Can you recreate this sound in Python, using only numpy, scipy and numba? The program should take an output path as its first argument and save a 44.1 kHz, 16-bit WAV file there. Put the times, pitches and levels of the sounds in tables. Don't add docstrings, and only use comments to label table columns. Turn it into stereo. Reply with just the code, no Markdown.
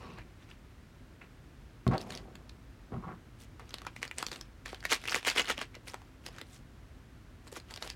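import sys
import numpy as np
from scipy import signal
from scipy.fft import rfft, irfft
from scipy.io import wavfile
from numba import njit

SR = 44100
rng = np.random.default_rng(int(sys.argv[2]) if len(sys.argv) > 2 else 0)


def inscribe(sig):
    pcm = np.round(np.clip(np.atleast_2d(sig).T, -1, 1) * 32767)
    wavfile.write(sys.argv[1], SR, pcm.astype(np.int16))


N = 350595

# (time [s], level [dB], pitch [Hz])
SHARP_SNAPS = [(0.186, -42.5, 1734), (1.8672, -40, 1302), (1.8775, -28.5, 4020), (1.9162, -41, 1203),
               (1.98, -30.5, 4780), (2.0147, -34, 4680), (2.1051, -30, 4900), (2.1231, -33, 3830),
               (2.1517, -32.5, 4840), (2.161, -44, 5060), (2.1746, -33, 4630), (2.354, -36, 3660),
               (2.494, -41, 4145), (3.596, -43, 1007), (3.6923, -42, 5650), (3.707, -39, 3880),
               (3.7415, -25, 3520), (3.7845, -37, 3700), (3.8183, -36, 1160), (3.85, -39, 1430),
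               (3.8671, -27, 1250), (3.9634, -35.5, 2420), (4.0185, -40, 2180), (4.0295, -25, 2190),
               (4.052, -32.5, 2130), (4.078, -36, 4870), (4.1126, -30.5, 2390), (4.1844, -22.5, 7700),
               (4.227, -21.5, 1267), (4.2661, -22, 5090), (4.2856, -34.5, 3770), (4.3163, -31, 4650),
               (4.33, -33, 3580), (4.3597, -32.5, 3630), (4.4114, -31, 5270), (4.659, -29.5, 1853),
               (4.68, -36.5, 3750), (4.729, -38, 1000), (4.746, -35, 3470), (4.8046, -41.5, 4750),
               (4.828, -41, 1800), (4.839, -38, 1510), (4.8529, -20.5, 2230), (4.9032, -33, 3887),
               (4.9182, -17.5, 1500), (4.9255, -18.5, 2080), (4.931, -16, 2200), (5.016, -39, 3580),
               (5.039, -32, 2630), (5.0545, -31, 2210), (5.0767, -26, 2865), (5.0842, -26, 2650),
               (5.096, -26, 4400), (5.123, -26.5, 1570), (5.146, -19, 2020), (5.16, -20.5, 1250),
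               (5.178, -34, 2170), (5.2293, -35, 2520), (5.2493, -27.5, 2536), (5.268, -20, 1810),
               (5.273, -14, 2537), (5.281, -20.5, 2724), (5.2997, -18.5, 4220), (5.3149, -28.5, 2270),
               (5.362, -22.5, 1904), (5.383, -25, 2680), (5.3959, -19, 3000), (5.4033, -23, 2137),
               (5.445, -31, 1942), (5.457, -33, 3984), (5.4981, -21.5, 2060), (5.5022, -17, 1350),
               (5.5783, -29, 2835), (5.5891, -32, 1330), (5.6145, -25, 1790), (5.629, -38, 2733),
               (5.752, -34.5, 4634), (5.8737, -41.5, 2540), (5.8824, -31, 4900), (5.899, -37, 5310),
               (5.936, -39.5, 1030), (5.943, -26.5, 1200), (6.018, -46, 1125), (6.2642, -26.5, 4160),
               (6.286, -37.5, 1090), (6.3841, -35.5, 1410), (6.414, -31, 3500), (6.5613, -48, 5390),
               (7.47, -46.5, 1100), (7.5174, -44, 8200), (7.564, -34.5, 1284), (7.569, -34, 1160),
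               (7.5998, -39.5, 4400), (7.709, -33, 4190), (7.7395, -33.5, 4440), (7.7614, -29, 4830),
               (7.7746, -35.5, 4130), (7.8243, -27.5, 4100), (7.8747, -30.5, 4700), (7.9014, -27.5, 4810)]
def snaps(count=30):
    s, db, pitch = np.transpose(SHARP_SNAPS)[:, :, None]
    low_db = -14.5 - 5 * np.log2(pitch / 2400)
    spot, flip, delay, side = rng.random((len(s), 4, count)).swapaxes(0, 1)
    hz = 350 * (15500 / 350) ** ((np.arange(count) + spot) / count)
    pitch_db = 14.5 * np.exp(-(np.log(hz / pitch) / .19) ** 2)
    size = undb(db + foil_db(hz, low_db, high_db=-4.5) + pitch_db - 8) * np.sign(flip - .5)
    fade = .003 + 5 / hz + 2000 / hz ** 2
    when = s - .0003 + .0028 * delay ** 3
    pan_db = 20 * np.minimum(hz / 3000, 1) * (side - .5)
    return strike(when, hz, fade, size, pan_db, lag_samples=(1, 9))


# (peak time [s], level [dB], rise [s], fall [s], bass [dB], treble [dB])
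SQUEEZES = [(.03, -54, 0.11, 0.28, -3.5, -15.5), (.184, -45.5, 0.025, 0.057, -11.5, -29),
            (.422, -55, .04, .05, -27, -20), (.505, -54.5, 0.037, .06, -11, -12),
            (1.214, -46, .006, 0.058, -17, -56), (1.935, -41.5, .03, 0.062, 8, -21),
            (2.015, -48, 0.054, 0.035, -22, -4), (2.124, -46, 0.077, .1, -14.5, -6.5),
            (3.408, -54.5, 0.02, .055, -35, 3), (3.6, -54, 0.013, 0.065, -3.5, -19),
            (3.73, -56.5, 0.14, 0.29, -11, -11), (3.866, -37, 0.0054, 0.029, -23, -25),
            (3.961, -52.5, 0.0045, 0.07, -37, -5), (4.026, -42, 0.014, 0.064, -19, -10),
            (4.18, -40.5, .01, 0.12, -13, -8), (4.27, -51.5, 0.14, .06, -19, 0),
            (4.314, -46, 0.0047, .125, -9, -5), (4.659, -44, 0.011, 0.15, -17, -10),
            (4.858, -40, 0.024, 0.019, -36, -4), (4.923, -21, 0.03, 0.045, -23.5, -8.5),
            (5.16, -32, 0.14, 0.052, -21, -7.5), (5.276, -24.5, 0.032, 0.067, -29, -9.5),
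            (5.385, -21.5, 0.04, 0.04, -17, -11.5), (5.506, -28, 0.064, 0.037, -20, -12.5),
            (5.616, -33.5, 0.055, .038, -31, -18.5), (5.75, -42, 0.015, .026, -24, -22),
            (5.88, -48.5, 0.027, 0.063, -11, 0), (5.96, -63, 0.059, .15, -6, -9),
            (6.27, -51, 0.037, 0.04, -8.5, -1), (6.39, -50.5, 0.13, 0.062, -9.5, -10),
            (6.55, -60, 0.13, .06, -17, 4.5), (7.482, -56.5, 0.047, 0.016, -10, -1.5),
            (7.522, -52, 0.0065, .06, -9, 2.5), (7.57, -44.5, 0.045, 0.023, -12, -2.5),
            (7.71, -49.5, 0.045, 0.073, -9.5, -5), (7.762, -52, 0.044, 0.053, -16, -7),
            (7.822, -45.5, 0.024, 0.16, -6.5, -4.5), (7.905, -47, 0.19, .05, -30, -9.5)]
def crackle(count=16000, each=5):
    s = rng.random(count) * N / SR
    db, low_db, high_db = loudest_burst(SQUEEZES, s)[:, :, None]
    spot, strength, flip, delay = rng.random((count, 4, each)).swapaxes(0, 1)
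    hz = 280 * (15500 / 280) ** ((np.arange(each) + spot) / each)
    chance_db = 2.07 * rng.exponential(size=(count, 1)) + 10.7 * (strength - .5)
    size = undb(db + foil_db(hz, low_db, high_db) + chance_db - 5.5) * np.sign(flip - .5)
    fade = .003 + 5 / hz + 7000 / hz ** 2
    heard = db[:, 0] > -150
    when = s[:, None] + .0008 * delay
    pan_db = 12.6 * np.minimum(hz / 3000, 1) * rng.standard_normal((count, each))
    return strike(*(a[heard] for a in (when, hz, fade, size, pan_db)), lag_samples=(1, 9))


# (time [s], level [dB], pitch [Hz])
POUCH_THUMPS = [(1.2155, -39.5, 1784), (4.228, -53, 483), (4.729, -33, 501), (4.93, -30.5, 440),
                (5.16, -30.5, 440.8), (5.27, -20.5, 444), (5.398, -39, 501.6), (5.5, -25, 429.4),
                (5.58, -33, 410), (5.616, -32.5, 398.6), (5.765, -44, 510), (5.938, -41, 450),
                (6.265, -38.5, 400), (6.416, -36, 304), (7.524, -39, 487), (7.572, -39, 400),
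                (7.718, -40.5, 924), (7.777, -44, 605)]
def thumps(count=8):
    s, db, pitch = np.transpose(POUCH_THUMPS)[:, :, None]
    detune, delay, flip = rng.standard_normal((len(s), 3, count)).swapaxes(0, 1)
    hz = pitch * np.exp(.3 * detune)
    fade = .03 * np.sqrt(pitch / hz)
    size = undb(db) * np.sign(flip) / np.sqrt(count)
    return strike(s + .00205 * np.abs(delay), hz, fade, size)


# (pitch [Hz], level [dB], fade time [s])
COUNTER_TONES = [(62.4, -26, 0.13), (108, -15, 0.11), (127, 3, 0.13), (183.5, -1.5, 0.25), (227, -3, 0.18),
                 (385, -4, 0.091), (663, -4, 0.043), (800, -30, 0.041), (1083, -5, 0.062),
                 (1323, -18, 0.054), (1610, -38, 0.016), (2060, -21, 0.029)]
# (time [s], level [dB])
KNUCKLE_KNOCKS = [(1.867, -18), (1.913, -22.5), (2.922, -37.5), (2.941, -31), (2.963, -40)]
def knocks():
    s, db = np.transpose(KNUCKLE_KNOCKS)[:, :, None]
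    hz, tone_db, fade = np.transpose(COUNTER_TONES)
    chance_db = 1.93 * rng.standard_normal((len(s), len(hz)))
    return strike(s, hz, fade, -undb(db + tone_db - 6 + chance_db), lag_samples=(1, 3))


# (peak time [s], level [dB], rise [s], fall [s], rub [dB], rub pitch [Hz])
COUNTER_DRAGS = [(.08, -39, 0.11, .2, -7, 1087), (.15, -44.5, .08, 0.38, -20, 1028),
                 (1.885, -18, .015, 0.098, -8, 694), (1.93, -20, 0.025, 0.051, 8.5, 639),
                 (2.0, -37, 0.11, 0.5, 7, 596), (2.146, -43.5, 0.16, .115, -7, 980),
                 (2.93, -23.5, 0.021, 0.074, -2, 900), (3.035, -36, 0.019, 0.093, 6, 1040),
                 (3.105, -31.5, 0.14, .06, 5, 1060)]
def drags(count=24000):
    s = rng.random(count) * N / SR
    db, rub_db, rub_hz = loudest_burst(COUNTER_DRAGS, s)
    pitch, tone_db, fade = np.array(COUNTER_TONES)[rng.integers(len(COUNTER_TONES), size=count)].T
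    detune, strength = rng.standard_normal((count, 2)).T
    hz = pitch * np.exp(.024 * detune)
    weight = undb(.5 * tone_db) * (hz < 450)
    rub = undb(rub_db - 19.5 * np.abs(np.log(hz / rub_hz))) * (hz > 300)
    size = undb(db - 13) * (weight + rub) * strength
    heard = db > -150
    return strike(*(a[heard] for a in (s, hz, .31 * fade, size)))


# (pitch [Hz], level [dB], fade time [s])
TRAY_TONES = [(802, -11, 0.032), (1076, 0, 0.06), (2633, -0.5, 0.02), (4120, -6.5, 0.026),
              (5430, -6.5, 0.028)]
def tray(count=500, stop_s=.16, fall_db_per_s=430):
    s = rng.random(count) * .21
    hz, tone_db, fade = np.array(TRAY_TONES)[rng.integers(len(TRAY_TONES), size=count)].T
    strength, detune = rng.standard_normal((count, 2)).T
    size = undb(tone_db - 59 - fall_db_per_s * np.maximum(s - stop_s, 0)) * strength
    return strike(s, hz * np.exp(.07 * detune), fade, size)


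# (pitch [Hz], level [dB])
KITCHEN_NOISE = [(15, -51), (25, -4.5), (53, -1.5), (80, -7.5), (117, -6.5), (195, -16), (263, -11.5),
                 (285, -18.5), (317, -15.5), (439, -22.5), (545, -23), (796, -26), (1520, -26),
                 (14400, -49), (16000, -49)]
# (pitch [Hz], likeness [0-1])
KITCHEN_LIKENESS = [(60, 0.87), (130, 0.61), (290, 0.66), (640, 0), (1400, 0)]
def kitchen(shared_db=-52.5):
    hz = np.fft.rfftfreq(N, 1 / SR)
    alike = at_pitch(hz, KITCHEN_LIKENESS)
    shared, side = rfft(rng.standard_normal((2, N))) * undb(at_pitch(hz, KITCHEN_NOISE))
    shared, side = shared * np.sqrt(1 + alike), side * np.sqrt(1 - alike)
    gain = undb(shared_db) / np.std(irfft(shared, N))
    return irfft(np.array([shared + side, shared - side]), N) * gain


def room(x, fade_s=.12, echo_db=-10):
    t = np.arange(int(.3 * SR)) / SR
    tail = rng.standard_normal((2, len(t))) * undb(-60 * t / fade_s) * (t > .003)
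    tail = signal.lfilter([1], [1, -.4], tail)
    tail = signal.lfilter([1, -1], [1, -.96], tail)
    tail *= undb(echo_db) / np.sqrt(np.sum(tail ** 2, axis=1, keepdims=True))
    return x + signal.fftconvolve(x.mean(0)[None], tail, axes=1)[:, :N]


def undb(db):
    return 10 ** (np.asarray(db) / 20)


def at_pitch(hz, table):
    f, v = np.transpose(table)
    return np.interp(np.log(np.maximum(hz, 1)), np.log(f), v)


def loudest_burst(bursts, s):
    peak_s, db, rise, fall, *columns = np.transpose(bursts)[:, :, None]
    late = s - peak_s
    drop_db = 20 * np.maximum(late / fall, -late / rise) ** 1.4
    db = np.where(drop_db < 30, db - drop_db, -200)
    return np.array([db.max(0)] + [c[db.argmax(0), 0] for c in columns])


def foil_db(hz, low_db, high_db):
    low, mid, high = np.log((800, 2400, 9000))
    u = np.log(hz)
    bass = np.clip((mid - u) / (mid - low), 0, 1) * low_db
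    treble = np.clip((u - mid) / (high - mid), 0, 1.6) * high_db
    return bass + treble - 22 * np.maximum(u - high, 0) - 6.8 * np.maximum(low - u, 0)


@njit
def rings(n, start, hz, fade, left, right, lag, sr):
    out = np.zeros((2, n + 64))
    for k in range(len(start)):
        step = np.exp(2j * np.pi * hz[k] / sr - np.log(1000) / (fade[k] * sr))
        z = 1 + 0j
        for i in range(start[k], min(n, start[k] + int(fade[k] * sr))):
            z *= step
            out[0, i + lag[k]] += left[k] * z.imag
            out[1, i] += right[k] * z.imag
    return out[:, :n]


# (pitch [Hz], drop [dB])
LEFT_DULLING = [(1300, 0), (4400, 2), (9000, 4.5)]
def strike(s, hz, fade, size, pan_db=0, lag_samples=(1, 5)):
    s, hz, fade, size, pan_db = (a.flatten() for a in np.broadcast_arrays(s, hz, fade, size, pan_db))
    pan = pan_db - at_pitch(hz, LEFT_DULLING)
    start = np.clip((s * SR).astype(np.int64), 0, N - 1)
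    lag = rng.integers(*lag_samples, len(s))
    return rings(N, start, hz, fade, size * undb(pan / 2), size * undb(-pan / 2), lag, float(SR))


def scene():
    bass_cut = signal.butter(4, 234, "high", fs=SR, output="sos")
    sachet = signal.sosfilt(bass_cut, snaps() + crackle() + thumps())
    return room(sachet + knocks() + drags() + tray()) + kitchen()


def record(dry):
    dry = signal.sosfilt(signal.butter(8, 37.5, "high", fs=SR, output="sos"), dry)
    return signal.sosfilt(signal.ellip(10, .2, 80, 16100, fs=SR, output="sos"), dry)


dry = scene()
out = record(dry)
inscribe(out)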